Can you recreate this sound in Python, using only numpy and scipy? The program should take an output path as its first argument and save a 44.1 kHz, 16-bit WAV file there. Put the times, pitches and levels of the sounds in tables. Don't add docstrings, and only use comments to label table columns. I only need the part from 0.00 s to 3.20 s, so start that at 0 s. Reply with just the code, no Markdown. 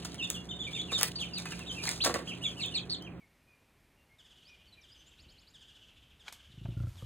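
import sys
import numpy as np
from scipy import signal
from scipy.fft import rfft, irfft, next_fast_len
from scipy.io import wavfile

SR = 44100
rng = np.random.default_rng(int(sys.argv[2]) if len(sys.argv) > 2 else 0)


def to_wav(s):
    ch = np.atleast_2d(s).T
    pcm = np.round(np.clip(ch, -1, 1) * 32767)
    wavfile.write(sys.argv[1], SR, pcm.astype(np.int16))


def level_to_linear(level):
    exponent = np.asarray(level, float) / 20
    return 10 ** exponent


N = 141120


def peeps(rows, first, turn, bend_in, bend_out, attack, release, octave_db=-17.5, third_db=-45, burr_db=0):
    beak_hz, beak_width_hz = 7060, 1850
    waver_depth, flutter_db = 0.0058, 3
    out, waver, flutter, burr = np.zeros(N), drift(130), drift(76), drift(450)
    for start, length, turn_hz, end_hz, db in rows:
        i, n = int(start * SR), int(length * SR)
        u = np.arange(n) / n
        into_turn = (first - 1) * np.clip(1 - u / turn, 0, 1) ** bend_in
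        out_of_turn = np.clip((u - turn) / (1 - turn), 0, 1) ** bend_out
        hz = turn_hz * (1 + into_turn + waver_depth * waver[i:i + n])
        hz = hz + (end_hz - turn_hz) * out_of_turn
        phase = 2 * np.pi * np.cumsum(hz) / SR
        ramp = np.minimum(np.minimum(u / attack, (1 - u) / release), 1)
        shape = np.sin(np.pi / 2 * ramp) ** 2
        octave = level_to_linear(octave_db + 1) * np.exp(-((2 * hz - beak_hz) / beak_width_hz) ** 2)
        tone = np.sin(phase) + octave * np.sin(2 * phase) + level_to_linear(third_db) * np.sin(3 * phase)
        level_db = db + 6.5 + flutter_db * flutter[i:i + n] + burr_db * burr[i:i + n] * (1 - u)
        out[i:i + n] += tone * shape * level_to_linear(level_db)
    return out


# start in seconds, length in seconds, top in Hz, end in Hz, level in dB.
ARCH_PEEPS = [(.22, 0.042, 3705, 3200, -42), (0.487, 0.036, 3590, 3570, -45.5),
              (.586, 0.068, 3557, 2800, -44.5), (.726, 0.072, 3650, 2750, -45.5),
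              (2.432, 0.061, 3490, 2960, -37.5), (.632, 0.041, 3620, 3150, -48),
              (.53, 0.049, 3700, 3600, -53.5), (.835, 0.037, 3500, 3300, -53),
              (3.003, 0.0574, 3100, 3200, -56), (.92, 0.055, 3800, 3350, -38.5)]
# start and length in seconds, top and end in Hz, level in dB.
FLICK_PEEPS = [
    (1.185, 0.067, 3630, 2060, -43.5),
    (1.66, 0.041, 3850, 3220, -53.5),
    (2.27, .058, 3360, 2380, -44),
]
# start and length in seconds, top and end in Hz, level in dB.
HIGH_PEEPS = [
    (1.05, 0.046, 4600, 2850, -52.5),
    (2.598, 0.049, 4530, 2640, -39),
    (2.738, 0.053, 4520, 2905, -35),
]
# start and length in seconds,
# top and end in Hz, level in dB.
HELD_PEEPS = [
    (1.152, 0.052, 4590, 3700, -46),
    (1.329, 0.061, 4720, 3200, -43.5),
    (1.825, 0.06, 4580, 3440, -50),
    (2.893, 0.062, 4530, 2920, -39),
]
# start and length in seconds, top and end in Hz, level in dB.
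LOW_PEEPS = [
    (2.408, 0.066, 2980, 2060, -47),
    (2.558, 0.068, 2990, 2090, -47.5),
    (2.706, 0.068, 3010, 2105, -49),
]
# start and length in seconds, top and end in Hz, level in dB.
STARTLED_SQUEAK = [
    (2.001, .048, 4600, 2700, -38),
]
# start and length in seconds, first and end pitch in Hz, level in dB.
SLIDE_PEEPS = [(.742, 0.048, 2910, 2086, -48.5), (.88, 0.048, 3000, 2155, -49),
               (.926, 0.028, 4740, 4000, -44), (.972, 0.028, 3455, 2850, -43),
               (1.208, 0.029, 3370, 2996, -39.5), (1.3, 0.052, 3000, 2540, -58.5),
               (1.357, 0.041, 3110, 2160, -49), (1.51, 0.037, 3100, 2140, -48.5),
               (1.603, 0.031, 2795, 2456, -50), (1.78, 0.046, 3050, 2540, -52),
               (2.318, 0.025, 2200, 3360, -46), (2.497, 0.039, 3010, 2270, -60),
               (2.66, 0.021, 3280, 3210, -44.5), (2.671, 0.017, 3466, 3590, -43.5),
               (3.06, 0.0264, 3040, 2140, -54.5), (1.748, 0.037, 2625, 2734, -50),
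               (2.437, 0.035, 3913, 3203, -42.5), (1.874, 0.012, 2590, 1850, -38),
               (1.884, 0.018, 2360, 2320, -46.5), (2.785, 0.013, 2640, 2510, -50),
               (2.63, 0.029, 2740, 2520, -53), (.335, 0.094, 3476, 3350, -55.5),
               (1.24, 0.042, 3604, 3550, -52.5), (1.24, 0.049, 3040, 2953, -51),
               (1.455, 0.031, 2553, 2490, -53)]
# start and length in seconds, low point and end in Hz, level in dB.
DIP_PEEPS = [
    (.18, 0.07, 2603, 3260, -41),
    (.338, 0.054, 2783, 2980, -45.5),
    (1.68, 0.043, 3054, 3350, -42.5),
]
# start and length in seconds, low point and end in Hz, level in dB.
SAG_PEEPS = [
    (.508, 0.0243, 2970, 2870, -43),
    (.665, 0.041, 2250, 2400, -46.5),
    (1.775, 0.0594, 2340, 2950, -47.5),
    (.785, 0.039, 3340, 4800, -40),
]
# start and length in seconds, top and end in Hz, level in dB.
SWOOP_PEEP = [
    (2.612, 0.0547, 3840, 3480, -40.5),
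]


def flock():
    return (peeps(ARCH_PEEPS, .85, .3, 2.1, 1.85, .18, .14)
            + peeps(FLICK_PEEPS, .68, .247, 1.563, .98, .076, .25)
            + peeps(HIGH_PEEPS, .76, .21, 1.98, 1.45, .31, .15, burr_db=4.5)
            + peeps(HELD_PEEPS, .86, .163, 2.1, 2.9, .2, .081, burr_db=5.5)
            + peeps(LOW_PEEPS, .7, .285, 2.1, 1.4, .27, .12, third_db=-18)
            + peeps(STARTLED_SQUEAK, .45, .6, 1.7, 1.7, .12, .15, octave_db=-30)
            + peeps(SLIDE_PEEPS, 1.063, .04, .87, .98, .21, .19)
            + peeps(DIP_PEEPS, 1.33, .64, 1.6, 1.9, .2, .16)
            + peeps(SAG_PEEPS, 1.12, .68, 1.6, 1.8, .2, .2)
            + peeps(SWOOP_PEEP, .77, .318, 1.62, .71, .89, .15))


# start in seconds, peak level in dB, low knock over the snap in dB.
PECKS = [(0.0494, -33.5, -3.5), (0.1444, -38, -5), (0.302, -19.5, -20.5), (0.9192, -42, 7.5),
         (1.012, -24, -2.5), (1.031, -11.5, -12), (1.3839, -35, -10.5), (1.4554, -44.5, 12.5),
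         (1.5213, -38.5, 3), (1.5925, -37.5, -1), (1.8912, -21, -12), (1.8546, -30.5, -4.5),
         (1.8768, -33, -3), (1.924, -43, -1), (2.05, -20, -7.5), (2.1416, -28, 1.5), (2.6618, -40.5, -8.5),
         (3.024, -47, -17)]
# frequency in Hz, density in dB per Hz.
SNAP_SPECTRUM = [(1500, -25), (3000, -6), (5500, 2), (8000, -0.5), (10500, -3), (14000, -7)]


def ticks():
    snap_t60_s, knock_t60_s, knock_hz = 0.0069, 0.058, 1160
    snap, knock, t = np.zeros(N), np.zeros(N), np.arange(2205) / SR
    draws = rng.standard_normal((len(PECKS), 2, len(t)))
    for (start, db, low_db), (snap_noise, knock_noise) in zip(PECKS, draws):
        i = int(start * SR)
        snap[i:i + len(t)] += level_to_linear(db + 3.5 - 60 * t / snap_t60_s) * snap_noise
        knock[i:i + len(t)] += level_to_linear(db + low_db + 7 - 60 * t / knock_t60_s) * knock_noise
    band = signal.butter(1, [knock_hz * 0.64, knock_hz * 2.0], "band", fs=SR, output="sos")
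    return colour(snap, SNAP_SPECTRUM) + signal.sosfilt(band, knock)


# start in seconds, level in dB.
FOOTFALLS = [
    (2.059, -25),
    (2.073, -25.5),
    (2.096, -28),
    (2.108, -30),
    (2.144, -29),
    (2.158, -27),
    (2.19, -36),
    (2.215, -40),
    (.921, -35.5),
]
# frequency in Hz, level in dB, decay t60 in seconds.
TRAY_MODES = [(238, -8.5, 0.045), (345, -6.5, 0.058), (475, -3.5, 0.053), (551, -3.5, 0.066),
              (705, -6.5, .05), (1120, -4, 0.047), (1383, -11, .04), (1813, -11.5, 0.039)]


def tray():
    out, luck_db = np.zeros((2, N)), rng.normal(0, 3.0, (len(FOOTFALLS), len(TRAY_MODES), 2))
    start, db = np.transpose(FOOTFALLS)
    for k, (hz, level_db, t60) in enumerate(TRAY_MODES):
        clicks = np.full((2, N), 1e-18)
        clicks[:, (start * SR).astype(int)] = level_to_linear(db + level_db + luck_db[:, k].T)
        r, w = level_to_linear(-60 / (t60 * SR)), 2 * np.pi * hz / SR
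        ringing = signal.lfilter([0, np.sin(w)], [1, -2 * r * np.cos(w), r * r], clicks)
        out += ringing * (-1) ** k
    return out


# start in seconds, decay t60 in seconds, level in dB.
WING_BEATS = [
    (2.049, 0.17, -23),
    (2.138, 0.21, -32.5),
]
# frequency in Hz, density in dB per Hz.
WING_SPECTRUM = [(220, -9), (520, 0), (850, -9), (1300, -7), (3000, -14), (9000, -21), (16000, -30)]


def wings():
    t = np.arange(N) / SR
    envelope = np.zeros(N)
    for start, t60, db in WING_BEATS:
        rise = np.clip((t - start) / 0.017, 0, 1) ** 2
        envelope += level_to_linear(db - 60 * np.clip(t - start, 0, None) / t60) * rise
    return envelope * rustle(WING_SPECTRUM, size_db=3.5)


# start in seconds, length in seconds, level in dB.
FOOT_SCUFFS = [(0.045, 0.017, -40.5), (0.212, 0.19, -54), (0.903, 0.068, -44.5), (0.973, 0.067, -37),
               (1.376, 0.048, -44.5), (1.446, 0.13, -52), (1.499, 0.034, -54), (1.711, 0.11, -51),
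               (1.813, 0.16, -43), (2.038, 0.035, -30.5), (2.412, 0.12, -54), (1.189, 0.068, -51),
               (2.265, 0.054, -54.5), (2.568, 0.079, -54.5)]
# frequency in Hz, density in dB per Hz.
PAPER_SPECTRUM = [(250, -1), (1300, 0.5), (2500, -6.5), (5000, 5), (9000, -5), (12000, -3), (16000, -18.5)]


def scuffs():
    t = np.arange(N) / SR
    envelope = np.zeros(N)
    for start, length, db in FOOT_SCUFFS:
        u = np.clip((t - start) / length, 0, None)
        envelope += level_to_linear(db) * 2.7 * u / .35 * np.exp(-u / .35)
    return envelope * rustle(PAPER_SPECTRUM, size_db=4.0)


# time in seconds, level in dB.
SHUFFLE_LEVEL = [
    (0, -50),
    (.45, -71.5),
    (.75, -51),
    (1.15, -59.5),
    (1.85, -55),
    (2.3, -61.5),
    (2.75, -59),
    (3.2, -90),
]


def shuffle():
    hiss = rustle([(3000, 5), (9000, -11), (12000, -14.5), (15500, -23.5)], size_db=2.5)
    level_db = np.interp(np.arange(N) / SR, *np.transpose(SHUFFLE_LEVEL))
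    return level_to_linear(level_db + 0.87 * drift(2.7)) * hiss


# frequency in Hz, density in dB per Hz.
AIR_SPECTRUM = [(40, -45.5), (62, -6.5), (125, -1.5), (330, -2), (700, -16), (2000, -22.5), (6900, -48.5)]
# frequency in Hz, width in Hz, level in dB.
MOTOR_LINES = [
    (66.7, 12.5, -56.5),
    (123.3, 3.3, -55),
    (173.6, 3.66, -49.5),
    (715.4, 18, -65.5),
]


def fan():
    t = np.arange(N) / SR
    lines = np.zeros(N)
    for hz, width_hz, db in MOTOR_LINES:
        level = level_to_linear(db + 3 + 1.5 * drift(width_hz))
        lines += level * np.sin(2 * np.pi * hz * t + 1.2 * drift(width_hz))
    air = rms_one(spread(colour(rng.standard_normal((2, N)), AIR_SPECTRUM)))
    return level_to_linear(-47.5 + 0.27 * drift(2)) * air + lines


def room(x):
    t60_s, level_db, wall_echo_s = 0.14, -9, 0.052
    t = np.arange(SR // 2) / SR
    shared, own = rng.standard_normal(len(t)), rng.standard_normal((2, len(t)))
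    own = signal.sosfilt(signal.butter(3, [1800, 4200], "band", fs=SR, output="sos"), own)
    tail = (shared + 1.35 * own) * level_to_linear(-60 * t / t60_s) * np.clip(t / 0.01, .3, 1)
    tail = tail * (1 + 2.15 * np.exp(-((t - wall_echo_s) / 0.0073) ** 2))
    tail = signal.lfilter([1], [1, -.3], tail)
    tail = tail / np.sqrt(np.sum(tail ** 2) / 2)
    return level_to_linear(level_db) * signal.fftconvolve(x, tail, axes=1)[:, :N]


def rustle(spectrum, size_db):
    grains_per_s = 1500
    size = level_to_linear(size_db * np.minimum(rng.exponential(1, (2, N)), 4))
    grains = (rng.random((2, N)) < grains_per_s / SR) * size
    noise = (grains + .5) * rng.standard_normal((2, N))
    return rms_one(spread(colour(noise, spectrum))) * level_to_linear(3.6 * drift(75))


# frequency in Hz, likeness from 0 to 1.
LIKENESS = [(150, .98), (400, .75), (1000, .92), (2500, .7), (4800, .995)]


def spread(x):
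    alike = np.clip(at_hz(LIKENESS, np.fft.rfftfreq(N, 1 / SR)), 0, 1)
    mid = rfft(x[0]) * np.sqrt(.5 + alike / 2)
    side = rfft(x[1]) * np.sqrt(.5 - alike / 2)
    return irfft(np.array([mid + side, mid - side]), N)


def colour(x, points):
    hz = np.fft.rfftfreq(x.shape[-1], 1 / SR)
    gain = level_to_linear(at_hz(points, hz)) * np.minimum(hz / points[0][0], 1) ** 4
    return irfft(rfft(x) * gain / np.sqrt(np.mean(gain ** 2)), x.shape[-1])


def at_hz(points, hz):
    p = np.array(points)
    return np.interp(np.log(hz + 1), np.log(p[:, 0]), p[:, 1])


def drift(rate):
    r = np.exp(-2 * np.pi * rate / SR)
    return rms_one(signal.lfilter([1], [1, -2 * r, r * r], rng.standard_normal(N + SR))[SR:])


def rms_one(x):
    return x / np.sqrt(np.mean(x ** 2) + 1e-20)


def scene():
    birds, near = flock() + scuffs() + wings() + tray(), ticks()
    return birds + near + room(birds + 1.08 * near) + fan() + shuffle()


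def low_pass(x):
    return signal.sosfilt(signal.butter(12, 16970, fs=SR, output="sos"), x)


# frequency in Hz, lead in radians.
LEFT_LEAD = [(0, 0), (1500, .5), (3900, 1.4), (4900, 3.0), (5600, 3.3), (6800, 5.4), (10200, 7),
             (11100, 9.25), (13700, 9.6), (14800, 12.3), (22050, 16)]
# frequency in Hz, level in dB.
LEFT_OVER_RIGHT = [(30, -.5), (300, -3), (900, -1.8), (3000, -2.7), (4800, 0)]


def record(dry):
    size = next_fast_len(N + 512)
    hz = np.fft.rfftfreq(size, 1 / SR)
    lead = np.exp(1j * np.interp(hz, *np.transpose(LEFT_LEAD)))
    left = irfft(rfft(dry[0], size) * level_to_linear(at_hz(LEFT_OVER_RIGHT, hz)) * lead, size)[:N]
    low_cut = signal.butter(3, 45, "high", fs=SR, output="sos")
    top_cut = signal.cheby2(10, 50, 16950, fs=SR, output="sos")
    limited = 0.77 * np.tanh(signal.sosfilt(low_cut, [left, dry[1]]) / 0.73)
    return low_pass(signal.sosfilt(top_cut, limited))


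dry = scene()
out = record(dry)
to_wav(out)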